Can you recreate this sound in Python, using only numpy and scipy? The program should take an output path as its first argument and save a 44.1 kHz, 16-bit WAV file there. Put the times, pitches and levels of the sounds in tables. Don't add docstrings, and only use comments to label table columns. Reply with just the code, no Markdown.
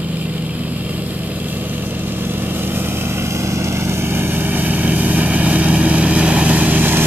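import sys
import numpy as np
from scipy import signal
from scipy.io import wavfile
from scipy.ndimage import uniform_filter1d, map_coordinates

SR = 44100
rng = np.random.default_rng(int(sys.argv[2]) if len(sys.argv) > 2 else 0)


def int16_out(signal):
    q = np.round(np.clip(np.atleast_2d(signal).T, -1, 1) * 32767)
    wavfile.write(sys.argv[1], SR, q.astype(np.int16))


N = 311346
TIME = np.arange(N) / SR
FRAME = 1024
BIN_HZ = np.maximum(np.arange(FRAME // 2 + 1) * SR / FRAME, 1)[:, None]

CYLINDER_FIRINGS = [(0.076, 0.81), (0.455, 0.97)]
# f/Hz, relative level/dB
TICK_SPECTRUM = [(1200, 1), (2200, -17), (3150, -3), (4000, 6.5), (5900, 8.5), (7500, 1.5), (10000, -1.5),
                 (14000, -12)]


def exhaust(cycle, jitter_cycles=.0013, flutter=0.081, side_rise_db=6, puff_db=-10):
    # multiple of the cycle rate, relative level/dB
    exhaust_tones = [(2, -16.5), (3, -16), (5, -3), (6, -3), (7, -10.5), (8, 0), (9, -8.5), (10, -6),
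                     (11, -16.5), (12, -15.5), (13, -10.5), (14, -15), (15, -17.5), (16, -18.5),
                     (26, -26.5)]
    intake_tones = [(18, -25.5), (19, -15), (20, -15), (21, -9.5)]
    # f/Hz, relative level/dB
    puff_spectrum = [(30, -30), (100, 10), (170, 11.5), (260, 8), (340, 5), (450, -23), (700, -10),
                     (1500, -39)]
    shaken = cycle + jitter_cycles * drift(5.4)
    note, side = np.zeros(N), side_view()
    resonance, width = 11.2, .8
    for order, level_db in exhaust_tones:
        waver = from_db(0.12 * order * drift(0.65))
        above = np.arctan2(width, resonance - order) / np.pi
        beam_db = side_rise_db * (side - .5) * above
        note -= from_db(level_db + beam_db) * waver * firing_tone(shaken, order, 2 * np.pi * above)
    for order, level_db in intake_tones:
        note += from_db(level_db) * (1 - side) * (1 + 0.36 * drift(15.0)) * firing_tone(shaken, order)
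    puffs = sum(strength * bursts(cycle, place - .12, length=.125, uneven_db=4)
                for place, strength in CYLINDER_FIRINGS)
    flow = rms_one(.16 + puffs)
    return note * (1 + flutter * drift(4.8)) + from_db(puff_db) * flow * noise(at_hz(puff_spectrum))


def firing_tone(cycle, order, lag_radians=0):
    pair = sum(strength * np.exp(-2j * np.pi * order * place) for place, strength in CYLINDER_FIRINGS)
    return np.sqrt(2) * np.cos(2 * np.pi * order * cycle + np.angle(pair) - lag_radians)


def blade_hum(passes, waver=0.2):
    # t/s, second/dB, fourth/dB, fifth/dB
    harmonic_levels = [(.4, -24, -43, -44.5), (.8, -29, -42.5, -40.5), (1.7, -32.5, -42, -44),
                       (2.7, -34, -32.5, -56), (3.4, -34.5, -48, -46), (4.55, -23.5, -34, -33),
                       (5.1, -20.5, -30.5, -33.5), (5.75, -16.5, -23.5, -36), (6.2, -18.5, -24.5, -30.5),
                       (7.06, -19, -28.5, -28.5)]
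    # multiple of the blade-pass rate, relative level/dB
    blade_overtones = [(3, -4), (6, -18.5), (7, -17.5), (8, -14.5), (9, -18), (10, -17.5), (22, -20)]
    # t/s, half length/s, level/dB
    booms = [(.59, 0.03, -28), (.72, 0.018, -24)]
    second_db, fourth_db, fifth_db = in_time(harmonic_levels)
    phase = 2 * np.pi * passes
    first = approach(-30, 6) * np.sin(phase)
    second = from_db(second_db) * (1 + 0.084 * drift(1.0)) * np.sin(2 * phase)
    overtones = np.zeros(N)
    for order, level_db in blade_overtones:
        angle = order * phase + 2 * np.pi * rng.random()
        tone = (1 + waver * drift(1.0)) * np.sin(angle) + waver * drift(1.4) * np.cos(angle)
        overtones += from_db(level_db) * tone
    third = swells(booms) * np.sin(3 * phase)
    drone = from_db(fourth_db) * np.sin(4 * phase) + from_db(fifth_db) * np.sin(5 * phase)
    drone *= 1 + waver * drift(2.5)
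    forward = turning_away() * (first + approach(-31.5, 8.4) * overtones)
    return np.sqrt(2) * (second + third + drone + forward)


def deck_rush(passes, colour_db, chop=0.024, flicker_db=1.08):
    # f/Hz, relative level/dB
    front_spectrum = [(40, -2), (100, 8), (300, 5), (490, 10.5), (680, 2), (920, -11.5), (1160, -1.5),
                      (1850, -9.5), (2350, -8.5), (2750, -1), (3150, -6), (3700, -4), (5000, -13),
                      (9000, -32)]
    side_spectrum = [(100, 3), (300, 13), (490, 3), (720, 8.5), (950, 4), (1200, 2), (1700, -1.5),
                     (2400, 4), (3100, 2), (3700, 0.5), (5000, -5.5), (9000, -13.5)]
    rush = noise(facing_spectrum(front_spectrum, side_spectrum), colour_db)
    return rush * (1 + chop * np.sin(2 * np.pi * passes)) * from_db(flicker_db * drift(13.6))


def grass_hiss(colour_db, tuft_db=1.23, treble_hz=9400):
    # f/Hz, relative level/dB
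    hiss_spectrum = [(1500, -20), (3500, 4), (4500, 5), (6200, 5.5), (7800, 1.5), (9000, 0.5), (10100, -4),
                     (11500, 2), (14500, -3)]
    # t/s, gain/dB
    grass_load = [(0, 2), (1.3, 1), (2.1, 0), (2.7, 2.5), (3.6, 0.5), (4.2, -0.5), (5.1, 0.5), (5.9, -1.5),
                  (6.6, 1), (7.0, 0.5)]
    # t/s, gain/dB
    top_treble = [(0, -1), (1.3, 2), (2.15, -1), (2.3, 1), (2.83, 2), (3.2, 2.5), (3.6, -2.5), (4.1, 2.5),
                  (5.2, 0.5), (6.0, -1.5), (6.8, -3.5), (7.06, -1)]
    top_db = in_time(top_treble, frame_times())[0] / (1 + (treble_hz / BIN_HZ) ** 12)
    hiss = filtered(noise(at_hz(hiss_spectrum), colour_db), from_db(top_db))
    return hiss * from_db(in_time(grass_load)[0] + tuft_db * drift(6.9))


def valve_ticks(cycle, colour_db):
    # place/cycles, relative level/dB
    ticks = [(.05, 4), (.4, -5.5), (.71, -7)]
    taps = sum(from_db(level_db) * bursts(cycle, place, length=.036, uneven_db=2.5)
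               for place, level_db in ticks)
    return taps * noise(at_hz(TICK_SPECTRUM), colour_db)


def cover_ring(cycle, colour_db, wander=0.02, flurry_db=1.56):
    # f/Hz, width/Hz, relative level/dB
    cover_modes = [(2305, 99, -4.5), (2702, 63, 2), (3117, 170, 0.5)]
    # place/cycles, relative level/dB
    knocks = [(.04, 0), (.38, -3), (.7, -2)]
    # t/s, level/dB
    ring_level = [(0, -38), (.8, -35.8), (1.4, -37.8), (2.2, -40), (2.9, -33.8), (3.6, -38), (4.5, -35),
                  (4.88, -30), (5.3, -34), (7.06, -33.5)]
    power = 0
    for hz, width_hz, level_db in cover_modes:
        centre_hz = hz * (1 + wander * np.interp(frame_times(), TIME, drift(2.1)))
        power = power + (from_db(level_db) / (1 + ((BIN_HZ - centre_hz) / width_hz) ** 2)) ** 2
    knocking = sum(from_db(level_db) * bursts(cycle, place, length=.075, uneven_db=2.0)
                   for place, level_db in knocks)
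    flurries = rms_one(knocking * from_db(flurry_db * drift(6.3)))
    return from_db(in_time(ring_level)[0]) * noise(10 * np.log10(power), colour_db / 2, drive=flurries)


def chute_roar(passes, faces_listener_s=7.24, surge_db=3.0, growl=0.29):
    # f/Hz, relative level/dB
    roar_spectrum = [(550, -26), (720, 2.5), (870, 1.5), (1020, 0), (1300, -31), (1780, -2), (2100, -12),
                     (3000, -21)]
    # t/s, half length/s, level/dB
    clumps = [(6.3, 0.034, -28), (6.385, .035, -22.5), (6.5, 0.017, -24), (6.57, 0.016, -24),
              (6.85, .02, -28), (6.935, 0.019, -21)]
    aim_db = -30.5 - 3.5 * np.abs(TIME - faces_listener_s)
    flow = np.hypot(from_db(aim_db + surge_db * drift(25)), swells(clumps))
    return flow * (1 + growl * np.sin(2 * np.pi * passes)) * noise(at_hz(roar_spectrum))


def drive_whine(cycle):
    # multiple of the cycle rate, relative level/dB
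    whine_tones = [(135, -16), (211, -17)]
    whine = np.zeros(N)
    for order, level_db in whine_tones:
        strength = from_db(level_db) * (1 + .5 * drift(13.0))
        whine += strength * np.sin(2 * np.pi * order * cycle + 1.7 * drift(5.0))
    return whine


def metallic_clicks(decay_s=0.011):
    # t/s, peak level/dB
    clicks = [(3.6424, -26), (6.4924, -21), (6.8818, -19), (6.9247, -20), (6.969, -16)]
    loudness = sum(from_db(peak_db) * (TIME >= s) * np.exp(-np.abs(TIME - s) / decay_s)
                   for s, peak_db in clicks)
    return loudness * noise(at_hz(TICK_SPECTRUM))


def breeze(shared_db=-56.0, own_db=-45.0, gust_db=1.5):
    # f/Hz, relative level/dB
    breeze_spectrum = [(40, -15), (80, 11), (200, -1), (600, -43)]
    rumble_db = at_hz(breeze_spectrum)
    shared = noise(rumble_db)
    swirls = np.array([noise(rumble_db)[0], noise(rumble_db)[1]])
    return (from_db(shared_db) * shared + from_db(own_db) * swirls) * from_db(gust_db * drift(3.1))


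def deck_colour(echo_s=0.001473, spread=0.012, ripple_db=1.5):
    # f/Hz, width/Hz, gain/dB
    deck_peaks = [(477, 35, -5.5), (944, 61, 2.5), (1114, 59, -6), (1635, 93, 5), (2340, 110, 3),
                  (2615, 82, -4), (2980, 200, 0.5), (3434, 110, -5.5), (4220, 88, -13.5), (5100, 73, -5.5),
                  (6060, 400, 0.5), (7900, 180, -5)]
    # t/s, pitch factor, depth factor
    deck_sweep = [(0, 0.63, 0.26), (2.3, 0.73, 0.24), (2.9, .82, 0.65), (3.65, 0.91, 0.98),
                  (4.05, 0.97, 1.3), (4.55, 0.98, 1.3), (5.7, 1.004, 1.1), (6.3, 1.04, 0.76),
                  (7.06, 1.07, 0.76)]
    shift, depth = in_time(deck_sweep, frame_times())
    deck_hz = np.array([BIN_HZ / (shift * (1 + sign * spread)) for sign in (1, -1)])
    peaks_db = sum(gain_db * np.exp(-((deck_hz - hz) / width_hz) ** 2 / 2)
                   for hz, width_hz, gain_db in deck_peaks)
    echo_db = -1.4 * np.cos(2 * np.pi * echo_s * deck_hz)
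    modes = rng.standard_normal(len(BIN_HZ))
    ripple = rms_one(uniform_filter1d(modes, size=2) - uniform_filter1d(modes, size=7))[:, None]
    panels_db = ripple_db * ripple / (1 + (BIN_HZ / 10000) ** 4)
    return depth * peaks_db + (BIN_HZ > 1200) * (depth * echo_db + panels_db)


def sliding_dips(x):
    # t/s, f/Hz, gain/dB
    sinking_treble_dip = [(0, 5950, -12), (1.15, 6180, -10), (1.6, 5750, -4), (1.9, 4740, -1.5),
                          (2.4, 4470, -3), (3.0, 4320, -4), (4.0, 4070, -0.5), (5.0, 4050, 0)]
    # t/s, f/Hz, gain/dB
    deck_dip = [(2.2, 1590, -0.5), (2.9, 1740, -9), (3.3, 1780, -9), (3.65, 1770, -26), (4.2, 1970, -11),
                (4.65, 2060, -9), (5.75, 2070, -14), (6.3, 2120, -7), (7.06, 2110, -2)]
    gain_db = 0
    for rows, width in ((sinking_treble_dip, 0.067), (deck_dip, 0.031)):
        hz, depth_db = in_time(rows, frame_times())
        gain_db = gain_db + depth_db * np.exp(-(np.log(BIN_HZ / hz) / width) ** 2 / 2)
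    return filtered(x, from_db(gain_db))


def microphones(x, shadow_hz=700):
    # f/Hz, left minus right/dB
    front_balance = [(2000, -1), (4000, 3.5), (6300, 2), (7100, 4), (7800, -30), (8700, 9), (10000, 3),
                     (12000, 16), (14500, 4)]
    side_balance = [(900, 0.5), (2800, -1.5), (4200, 2), (6000, 1), (7500, -9.5), (9200, 1.5), (12000, -1),
                    (14500, 5)]
    # f/Hz, width/Hz, phase/radians
    case_bends = [(2530, 480, 1), (4500, 300, 0.53)]
    # t/s, delay/ms
    left_delay = [(0, 0.081), (1.3, 0.081), (2.0, 0.099), (2.8, 0.11), (3.5, 0.15), (4.7, 0.094),
                  (6.4, 0.072), (7.06, .12)]
    balance_db = facing_spectrum(front_balance, side_balance)
    balance_db *= BIN_HZ ** 2 / (BIN_HZ ** 2 + shadow_hz ** 2)
    shade = from_db(np.array([balance_db, -balance_db]) / 2)
    shade /= np.sqrt(np.mean(shade ** 2, axis=0))
    bend = sum(radians * np.exp(-((BIN_HZ - hz) / width_hz) ** 2 / 2)
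               for hz, width_hz, radians in case_bends)
    turn = np.exp(1j * side_view(frame_times()) * bend / 2)
    left, right = filtered(x, shade * np.array([turn, 1 / turn]))
    lag_samples = in_time(left_delay)[0] * SR / 1000
    return np.array([map_coordinates(left, [np.arange(N) - lag_samples], order=3, mode="nearest"), right])


def approach(db_at_10_m, db_per_halving):
    # t/s, distance/m
    distance = [(0, 20.6), (2.15, 14.2), (2.85, 10.2), (3.4, 10.3), (5.7, 5.18), (7.06, 4)]
    halvings = np.log2(10 / in_time(distance)[0])
    return from_db(db_at_10_m + db_per_halving * halvings)


def turning_away(alongside_s=5.7, fade_db_per_s=2.5):
    return from_db(-fade_db_per_s * np.maximum(TIME - alongside_s, 0))


def side_view(t=TIME):
    # t/s, share (0 head-on, 1 side-on)
    side_share = [(0, 0.4), (2.0, 0.25), (4.25, 0.81), (7.06, 0.88)]
    return in_time(side_share, t)[0]


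def facing_spectrum(front_points, side_points):
    side = side_view(frame_times())
    return (1 - side) * at_hz(front_points) + side * at_hz(side_points)


def noise(spectrum_db, colour_db=0, drive=1):
    # f/Hz, shared part of the power (0-1)
    likeness = [(280, .95), (500, .96), (900, .9), (1400, .72), (2500, .77), (4000, .56), (6200, .55),
                (8000, .35), (14000, .28)]
    gain, alike = from_db(spectrum_db), at_hz(likeness)
    direct = gain * np.sqrt(alike) * from_db(colour_db)
    scattered = gain * np.sqrt(1 - alike) * from_db(.95 * colour_db)
    size = np.sqrt(np.mean(direct ** 2 + scattered ** 2, axis=-2, keepdims=True))
    shared = filtered(drive * rng.standard_normal(N), direct / size)
    return shared + filtered(drive * rng.standard_normal((2, N)), scattered / size)


def bursts(cycle, place, length, uneven_db):
    count, age = np.divmod(cycle - place + 2, 1)
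    strength = from_db(uneven_db * (2 * rng.random(size=256) - 4.0))[count.astype(int)]
    return strength * age / length * np.exp(1 - age / length)


def swells(rows):
    return sum(from_db(level_db) * np.exp(-((TIME - s) / half_s) ** 2 / 2) for s, half_s, level_db in rows)


def drift(rate_hz):
    pole = np.exp(-80 * np.pi * rate_hz / SR)
    steps = rng.standard_normal(N // 40 + 2002)
    slow = signal.lfilter([1], [1, -2 * pole, pole * pole], steps)[2000:]
    return np.interp(np.arange(N) / 40, np.arange(len(slow)), rms_one(slow))


def filtered(x, gain):
    frames = signal.stft(x, nperseg=FRAME)[2]
    return signal.istft(frames * gain, nperseg=FRAME)[1][..., :N]


def frame_times():
    return np.arange(int(np.ceil(2 * N / FRAME)) + 1) * FRAME / 2 / SR


def in_time(rows, t=TIME):
    seconds, *columns = np.transpose(rows)
    return [np.interp(t, seconds, column) for column in columns]


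def at_hz(points):
    hz, value = np.transpose(points)
    return np.interp(np.log(BIN_HZ), np.log(hz), value)


def from_db(db):
    return 10 ** (np.asarray(db) / 20)


def rms_one(x):
    return x / np.sqrt(np.mean(x ** 2) + 1e-20)


def scene():
    # t/s, cycle rate/Hz
    engine_speed = [(0.0, 24.124), (0.7, 23.259), (0.98, 23.353), (1.26, 23.829), (1.57, 23.793),
                    (2.17, 23.183), (2.78, 23.902), (3.14, 23.659), (3.65, 23.956), (4.05, 23.43),
                    (4.85, 23.323), (5.04, 23.603), (5.44, 23.504), (6.15, 23.605), (6.74, 22.985),
                    (7.06, 23.257)]
    cycle = np.cumsum(in_time(engine_speed)[0]) / SR
    passes = 3.4197 * cycle
    colour_db = deck_colour()
    engine = approach(-26, 4.2) * exhaust(cycle) + approach(-25.5, 5.3) * valve_ticks(cycle, colour_db)
    deck = blade_hum(passes) + approach(-27, 5.5) * (deck_rush(passes, colour_db) + drive_whine(cycle))
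    deck += chute_roar(passes)
    cuttings = approach(-33, 7.27) * grass_hiss(colour_db)
    mower = turning_away() * engine + metallic_clicks() + cover_ring(cycle, colour_db) + deck + cuttings
    return microphones(sliding_dips(mower)) + breeze()


def record(dry):
    ceiling, cutoff_hz = .96, 14400
    rounded = dry / (1 + (dry / ceiling) ** 8) ** (1 / 8)
    return signal.sosfiltfilt(signal.ellip(10, .05, 60, cutoff_hz, fs=SR, output="sos"), rounded)


dry = scene()
out = record(dry)
int16_out(out)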